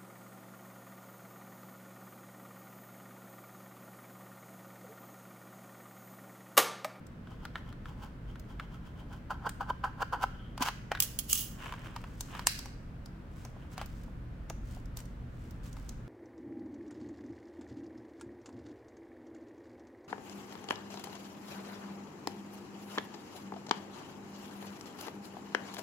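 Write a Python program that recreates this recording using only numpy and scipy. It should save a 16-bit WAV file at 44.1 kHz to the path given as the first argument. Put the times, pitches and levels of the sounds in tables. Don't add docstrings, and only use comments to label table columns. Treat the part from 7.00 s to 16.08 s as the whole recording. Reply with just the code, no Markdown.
import sys
import numpy as np
from scipy import signal
from scipy.fft import rfft, irfft
from scipy.io import wavfile

SR = 44100
rng = np.random.default_rng(int(sys.argv[2]) if len(sys.argv) > 2 else 0)


def store_wav(level_fs):
    pcm = np.round(np.clip(np.atleast_2d(level_fs), -1, 1) * 32767)
    wavfile.write(sys.argv[1], SR, pcm.T.astype(np.int16))


N = 400408
T = np.arange(N) / SR
HZ = np.fft.rfftfreq(4096, 1 / SR)
LEAD_S = .012

# grab t/s, grab level/dB, break t/s,
# squeeze level/dB, break level/dB, squeezed fibres level/dB, strain relative to grab and squeeze/dB
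SNIPS = [(2.307, -32.5, 2.475, -30, -39, -48.5, -12.5), (2.6085, -32, 2.7063, -30.5, -30.5, -49.5, -27.5),
         (2.842, -28.5, 3.0292, -29.5, -32.5, -43.5, -12), (3.131, -29, 3.2397, -31, -25, -37.5, -11.5)]
# f/Hz, level/dB
SHEET = [(80, -28), (300, -15), (550, -6), (900, -3), (1600, -1.5), (2100, -7), (3100, -5.5), (4200, -23.5),
         (8000, -34.5), (16000, -48.5)]


def cutting():
    jerks = grit(per_s=1800, spread_db=4, apart=.4)
    body, tear_power, wiping = np.zeros((2, N)), np.zeros(N), np.zeros(N)
    for s, card_db, rise_s, fall_s, fibre_db in bites():
        near = abs(T - s) < .25
        bite = np.exp(np.minimum((T[near] - s) / rise_s, (s - T[near]) / fall_s))
        shear = unit(through(bite * jerks[:, near], pack_ring(1 + 0.0151 * rng.uniform(-1.3, 1))))
        add(body, T[near][0], gain_of(card_db) * np.linalg.norm(bite) * shear)
        tear_power[near] += (gain_of(fibre_db) * bite) ** 2
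        wiping[near] = np.maximum(wiping[near], gain_of(-65.5) * bite)
    wiping += np.sqrt(stroke_power([(3.42, .09, -64)]))
    for grab_s, grab_db, break_s, _, break_db, _, _ in SNIPS:
        for s, db in [(grab_s, grab_db - 8.5), (break_s, break_db)]:
            snap = noisy_click(t60=0.011, share=1.0, lead=0.83, channels=1)
            add(body, s - LEAD_S, blow(db, through(snap, pack_ring(0.9815))))
    # f/Hz, level/dB
    fibres = [(200, -40), (1900, -1), (3000, 5), (3900, -4.5), (4700, -1.5), (7000, -5.5), (10000, -12),
              (16000, -10)]
    crackle = through(np.sqrt(tear_power) * grit(per_s=800, spread_db=4, apart=1), tone_filter(fibres))
    scrape = through(wiping * grit(per_s=640, spread_db=2.5, apart=1), filter_of(peak(3137, width=380)))
    return body + crackle + scrape


def bites():
    # t/s, level/dB
    gnaws = [(.32, -56.5), (.44, -56), (.58, -55.5), (.69, -57.5), (.89, -54), (1.035, -48.5), (1.30, -60),
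             (1.51, -56.5), (1.63, -59.5), (1.745, -55.5), (1.87, -58), (2.0, -56.5), (2.135, -51.5)]
    # t/s, card level/dB, fibre level/dB
    tugs = [(3.609, -34, -46), (3.624, -31.5, -30.5), (3.658, -34.5, -34), (3.676, -34.5, -36)]
    grab_rise_s, squeeze_fall_s, strain_s, fibre_offset_db = 0.0037, 0.00558, 0.0265, -18.5
    for s, db in gnaws:
        yield s, db, 0.0283, 0.0285, db - 8.5
    for grab_s, grab_db, break_s, squeeze_db, _, fibre_db, strain_db in SNIPS:
        squeeze_s = break_s - 0.00421
        fading_db, building_db = grab_db + strain_db, squeeze_db + strain_db
        yield grab_s, grab_db, grab_rise_s, .014, grab_db + fibre_offset_db
        yield grab_s, fading_db, grab_rise_s, strain_s, fading_db + fibre_offset_db
        yield squeeze_s, building_db, strain_s, squeeze_fall_s, building_db + fibre_offset_db
        yield squeeze_s, squeeze_db, 0.0106, squeeze_fall_s, fibre_db
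    for s, db, fibre_db in tugs:
        yield s, db, 0.0058, 0.01013, fibre_db


def pack_ring(pitch_ratio):
    # f/Hz, width/Hz, level/dB
    notes = [(536.3, 217, -16.5), (828, 148, -0.52), (1023.6, 115, 1), (1321.2, 160, -3.5), (1529, 170, -5),
             (3053, 580, -24.5), (4660, 300, -27)]
    return filter_of(sum(gain_of(db) * peak(hz * pitch_ratio, width) for hz, width, db in notes))


def scissors_on_tile():
    # t/s, level/dB, time for its noise to fade by 60 dB/s
    clinks = [(4.0026, -20.5, 0.0161), (4.0233, -26, 0.026), (4.0309, -30.5, 0.096), (4.189, -28, 0.039),
              (4.3298, -20.5, .014), (4.354, -32.5, .03), (4.376, -37, 0.0094), (4.3924, -44.5, 0.017)]
    # f/Hz, level/dB
    blades = [(1205, -10.5), (2860, -5), (3273, -7), (4392, -8.5), (4995, -8.5), (5426, -7.5), (6459, -5.5),
              (7665, -2.5), (9388, -6), (10335, -3), (10852, -2), (12403, -3), (14728, -3.5), (15073, -4),
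              (15590, -1)]
    # f/Hz, level/dB
    steel = [(100, -25.5), (800, -20.5), (2200, -8.5), (2900, -1.5), (4200, -4.5), (6500, 2), (9000, 0),
             (12500, 3.5), (15700, 3)]
    drive = sliding()
    for s, db, t60 in clinks:
        add(drive, s - LEAD_S, blow(db, noisy_click(t60, share=4.5, lead=0.0504)))
    t = np.arange(SR // 4) / SR
    ring = sum(gain_of(db) * np.sin(2 * np.pi * (hz * t + rng.random((2, 1)))) for hz, db in blades)
    response = gain_of(-17) * unit(ring * fade(t, t60=0.077))
    blade_peaks = sum(gain_of(db) * peak(hz, width=115) for hz, db in blades)
    add(response, 0, tone_filter(steel, boost=1.93 * blade_peaks))
    left, right = through(drive, response)
    shade = filter_of(gain_of(-3 * (HZ / HZ[-1] * 2) ** 2))
    return np.array([gain_of(-2) * through(left, shade)[0], gain_of(2) * right])


def sliding(from_s=4.298, to_s=4.4085, sag_db_per_s=21.5):
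    # f/Hz, level/dB
    tile_grit = [(1000, 1), (2400, -1), (3000, 6), (4200, 1.5), (9000, 1), (13000, 2)]
    attack = np.exp(np.minimum(T - from_s, 0) / .006)
    sag = gain_of(-sag_db_per_s * np.maximum(T - from_s, 0))
    release = np.exp(-np.maximum(T - to_s, 0) / 0.0445)
    friction = gain_of(-32.5) * attack * sag * release * grit(per_s=2900, spread_db=3.5, apart=1.2)
    return through(friction, tone_filter(tile_grit))


def popping(at_s=5.4705):
    # f/Hz, width/Hz, level/dB
    dome_notes = [(965, 290, -1), (1774, 940, -10.5), (2800, 820, -10), (5294, 1300, -14),
                  (7707, 2400, -1.5), (12500, 4000, -21.5)]
    # f/Hz, level/dB
    crack_colour = [(200, -30), (900, -7.5), (1650, 2), (2300, -4.5), (3900, -0.5), (5200, 0),
                    (9000, -4), (15000, -10)]
    dome = filter_of(sum(gain_of(db) * peak(hz, width) for hz, width, db in dome_notes))
    note, crack = np.zeros((2, 2, N))
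    flip = noisy_click(t60=0.026, share=.8, lead=.4)
    add(note, at_s - LEAD_S, blow(-21.6, through(flip, dome)))
    snap = noisy_click(t60=0.011, share=2, lead=0)
    add(crack, at_s - LEAD_S, blow(-18.5, through(snap, tone_filter(crack_colour))))
    return note + 0.23 * crack, crack + .3 * note


def clicking():
    # f/Hz, level/dB
    tick_colour = [(200, -32.5), (1500, -32), (3500, -1.5), (6000, 0), (10000, -4.5), (16000, -6.5)]
    base_hz = 1029.7
    out = np.zeros((2, N))
    for s, note_db, note_hz, tick_db, tick_hz in clicks():
        colour = gain_of(read(SHEET, HZ * np.sqrt(base_hz / note_hz)))
        sheet = filter_of(colour * (1 + 2.8 * peak(note_hz, width=note_hz / 3)))
        crease = tone_filter(tick_colour, boost=1.7 * peak(tick_hz, width=1600))
        note = through(noisy_click(t60=0.04, share=1.1, lead=.4, channels=1), sheet)
        tick = through(noisy_click(t60=0.025, share=2.1, lead=0.3), crease)
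        add(out, s - LEAD_S, blow(note_db, note) + blow(tick_db, tick))
    return out


def clicks(crease_hz=4464):
    # t/s, note level/dB, tick level/dB
    buckles = [(0.2724, -54, -74), (0.4526, -42, -52), (.5566, -36.5, -60.5), (0.727, -53.5, -63),
               (0.8572, -46, -66.5), (1.3572, -52, -66), (1.5982, -39, -59), (2.4932, -45, -43),
               (3.5783, -42, -49), (3.624, -34, -35.5), (3.6859, -31, -41), (4.724, -39.5, -55.5),
               (4.7386, -43.5, -58.5), (4.963, -39.5, -49), (5.0403, -46.5, -63.5), (5.351, -42.5, -55.5),
               (5.3938, -39, -47), (5.658, -48.5, -51.5), (6.4508, -49.5, -51.5), (6.7796, -40.5, -47.5),
               (6.8147, -38.5, -49.5), (7.4997, -44, -45.5), (8.768, -53, -61.5)]
    # t/s, level/dB, f/Hz
    flicks = [(.068, -60, 8130), (1.397, -56, 14000), (5.2083, -37, 7360), (5.5907, -41.5, 4900),
              (6.0594, -53.5, 4997), (6.8603, -53.5, 14100), (7.0358, -63, 14000), (7.9713, -43, 13600),
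              (8.0032, -54, 7800), (8.5093, -58, 14230), (8.7294, -56, 7000), (8.8924, -46.5, 6250)]
    # t/s, level/dB, f/Hz
    handles = [(3.9175, -28.5, 881.3), (3.9508, -36.5, 1570), (3.974, -44, 1630)]
    for s, note_db, tick_db in buckles:
        octaves = np.clip((tick_db - note_db + 6.5) / 9.5, 0, 1)
        yield s, note_db, sheet_pitch(s), tick_db, crease_hz * 2 ** octaves
    for s, db, hz in [*flicks, *stray_flicks()]:
        yield s, db - 13, sheet_pitch(s), db, hz
    for s, db, hz in handles:
        yield s, db, hz, db - 16.5, crease_hz


def stray_flicks(from_s=7.65, to_s=8.2, per_s=8, low_hz=4000, high_hz=13980):
    span = to_s - from_s
    for when, size, pitch in rng.random((round(per_s * span), 3)):
        yield from_s + when * span, -63.5 + 3.5 * (2 * size - 1), low_hz * (high_hz / low_hz) ** pitch


def sheet_pitch(s):
    # start t/s, f/Hz
    holds = [(0, 1374), (3.4, 1034), (5.62, 760)]
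    starts, pitches = np.transpose(holds)
    return pitches[np.searchsorted(starts[1:], s)]


def knocking(thump_s=3.608, thump_hz=260.8):
    # t/s, level/dB
    taps = [(6.451, -49), (6.565, -53.5), (6.65, -56.5), (7.08, -57.5), (7.505, -41.5), (7.77, -51.5)]
    out, t = np.zeros((2, N)), np.arange(SR // 4) / SR
    add(out, thump_s, blow(-33, np.sin(2 * np.pi * thump_hz * t) * fade(t, t60=0.082)))
    for s, db in taps:
        touch = noisy_click(t60=.04, share=0.816, lead=0.384, channels=1)
        note = through(touch, filter_of(peak(sheet_pitch(s), width=545)))
        add(out, s - LEAD_S, blow(db, note))
    return out


def rubbing():
    # middle t/s, half length/s, level/dB
    drags = [(4.01, 0.0316, -53.5), (4.655, 0.0416, -45.5), (4.8, 0.19, -56), (4.865, 0.016, -49.5),
             (5.365, 0.0465, -48), (6.63, 0.046, -62.5), (6.81, 0.0275, -49.5)]
    # middle t/s, half length/s, level/dB
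    strokes = [(5.25, 0.21, -66.5), (6.417, 0.0523, -63.5), (6.73, 0.0136, -58.5), (6.965, .09, -67.5),
               (7.725, 0.053, -62.5), (7.992, 0.0172, -56), (8.45, 0.0844, -69), (8.664, 0.02, -58.5),
               (8.8, 0.107, -67)]
    # f/Hz, level/dB
    hiss_colour = [(200, -36), (2000, 0), (4000, 3.5), (7500, 3.5), (11000, -6), (16000, -2.5)]
    drag_power, finger_power = stroke_power(drags), stroke_power(strokes)
    sheet_level = np.sqrt(drag_power + gain_of(-2) ** 2 * finger_power)
    hiss_level = np.sqrt(finger_power + gain_of(-12) ** 2 * drag_power)
    sheet = tone_filter(SHEET, boost=0.83 * peak(1034, width=130))
    coarse = through(sheet_level * grit(per_s=410, spread_db=2.5, apart=0.98), sheet)
    rare_slips = grit(per_s=36, spread_db=5.5, apart=0.33)
    crinkles = through(rare_slips, unit(noisy_click(t60=0.0083, share=5.6, lead=0)))
    friction = evened(grit(per_s=730, spread_db=4.5, apart=1) + 0.55 * crinkles)
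    return coarse + through(hiss_level * friction, tone_filter(hiss_colour))


def room(x, echoes_per_s=5000):
    # f/Hz, time to fade by 60 dB/s
    fade_times = [(300, 0.05), (1300, 0.8), (3500, 0.5575), (7000, 0.6), (11000, 0.42), (16000, 0.42)]
    # f/Hz, level/dB
    levels = [(300, -18), (1000, -20), (1900, -8), (3300, -11), (5500, -10), (8000, -12.5), (16000, -13.5)]
    echoes = rng.standard_normal((2, SR)) * (rng.random((2, SR)) < echoes_per_s / SR)
    hz, t, bands = signal.stft(evened(echoes), SR, nperseg=256)
    t60 = read(fade_times, hz)[:, None]
    decay = fade(t, t60) * np.sqrt(2 * np.log(1000) / (t60 * SR))
    tail = signal.istft(bands * decay * gain_of(read(levels, hz))[:, None], SR, nperseg=256)[1]
    fade_in = np.minimum(T[:tail.shape[1]] / 0.002, 1)
    return through(x, tail * fade_in)


def background(rumble_hz=65):
    # f/Hz, level/dB
    noise_colour = [(12, -50), (22, -4), (48, -4.5), (98, -8), (163, -7.5), (260, -12.5), (380, -22),
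                    (542, -23.5), (802, -29), (1480, -29.5), (3250, -43), (6000, -52.5), (11000, -58),
                    (16000, -57.5)]
    # f/Hz, likeness/0-1
    likeness = [(40, 0.94), (150, 0.99), (300, 0.81), (1200, 0), (3000, 0.2), (8000, 0)]
    # f/Hz, level/dB
    hum_notes = [(48, -55), (77, -61), (120, -57.5)]
    # t/s, gain/dB
    swell_points = [(0, -8.5), (.8, 2), (6.5, 0.5), (7.6, 6), (8.6, 5.5), (9.08, 3.5)]
    hz = np.fft.rfftfreq(N, 1 / SR)
    left, other = rfft(rng.standard_normal((2, N)))
    same = read(likeness, hz)
    right = same * left + np.sqrt(1 - same ** 2) * other
    spectrum = np.array([left, right]) * gain_of(read(noise_colour, hz))
    air = gain_of(-46.5) * evened(irfft(spectrum, N))
    swell = gain_of(np.interp(T, *np.transpose(swell_points)))
    rumble = irfft(rfft(air) / (1 + (hz / rumble_hz) ** 4), N)
    hum = sum(gain_of(db) * np.sqrt(2) * np.sin(2 * np.pi * (f * T + rng.random()))
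              for f, db in hum_notes)
    return air + rumble * (swell - 1) + hum * swell


def noisy_click(t60, share, lead, channels=2):
    t = np.arange(len(HZ) * 2) / SR - LEAD_S
    size = np.where(t < 0, lead * np.exp(-abs(t) / 0.0028), fade(abs(t), t60))
    burst = share * unit(rng.standard_normal((channels, len(t))) * size)
    burst[:, round(LEAD_S * SR)] += 1
    return burst


def slips(per_s, spread_db):
    size = gain_of(spread_db * np.clip(rng.standard_normal(N), -2, 2)) * rng.choice([-1, 1], N)
    return evened(size * (rng.random(N) < per_s / SR))


def grit(per_s, spread_db, apart):
    shared = slips(per_s, spread_db)
    sides = np.array([slips(per_s, spread_db) for _ in range(2)])
    return evened(shared + apart * sides)


def stroke_power(rows):
    return sum(gain_of(db) ** 2 * np.exp(-np.minimum(((T - s) / half) ** 2, 50)) for s, half, db in rows)


def gain_of(db):
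    return 10 ** (np.asarray(db) / 20)


def fade(t, t60):
    return np.exp(-np.log(1000) * t / t60)


def evened(x):
    return x / np.sqrt(np.mean(x ** 2) + 1e-20)


def unit(x):
    return evened(x) / np.sqrt(x.shape[-1])


def blow(db, x):
    return gain_of(db) * np.sqrt(SR / 100) * unit(x)


def read(points, hz):
    f, value = np.transpose(points)
    return np.interp(np.log(hz + 1), np.log(f + 1), value)


def peak(hz, width):
    return 1 / (1 + ((HZ - hz) / (width / 2 + 1)) ** 2)


def filter_of(gain):
    log_gain = np.log(np.maximum(gain, 1e-5))
    mirrored = np.concatenate([log_gain, log_gain[-2:0:-1]])
    return unit(np.fft.ifft(np.exp(np.conj(signal.hilbert(mirrored)))).real)


def tone_filter(colour, boost=0):
    return filter_of(gain_of(read(colour, HZ)) * (1 + boost))


def through(x, response):
    return signal.fftconvolve(np.atleast_2d(x), np.atleast_2d(response), axes=1)[:, :x.shape[-1]]


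def add(mix, s, sound):
    part = mix[:, max(round(s * SR), 0):][:, :sound.shape[-1]]
    part += sound[..., :part.shape[1]]


def scene():
    near = cutting() + clicking() + knocking() + rubbing() + scissors_on_tile()
    pop_near, pop_wide = popping()
    return near + pop_near + room(near + pop_wide) + background()


def record(dry):
    low_pass = signal.firwin(255, 16100, window=("kaiser", 9), fs=SR)
    return signal.oaconvolve(dry, low_pass[None], "same")


dry = scene()
out = record(dry)
store_wav(out)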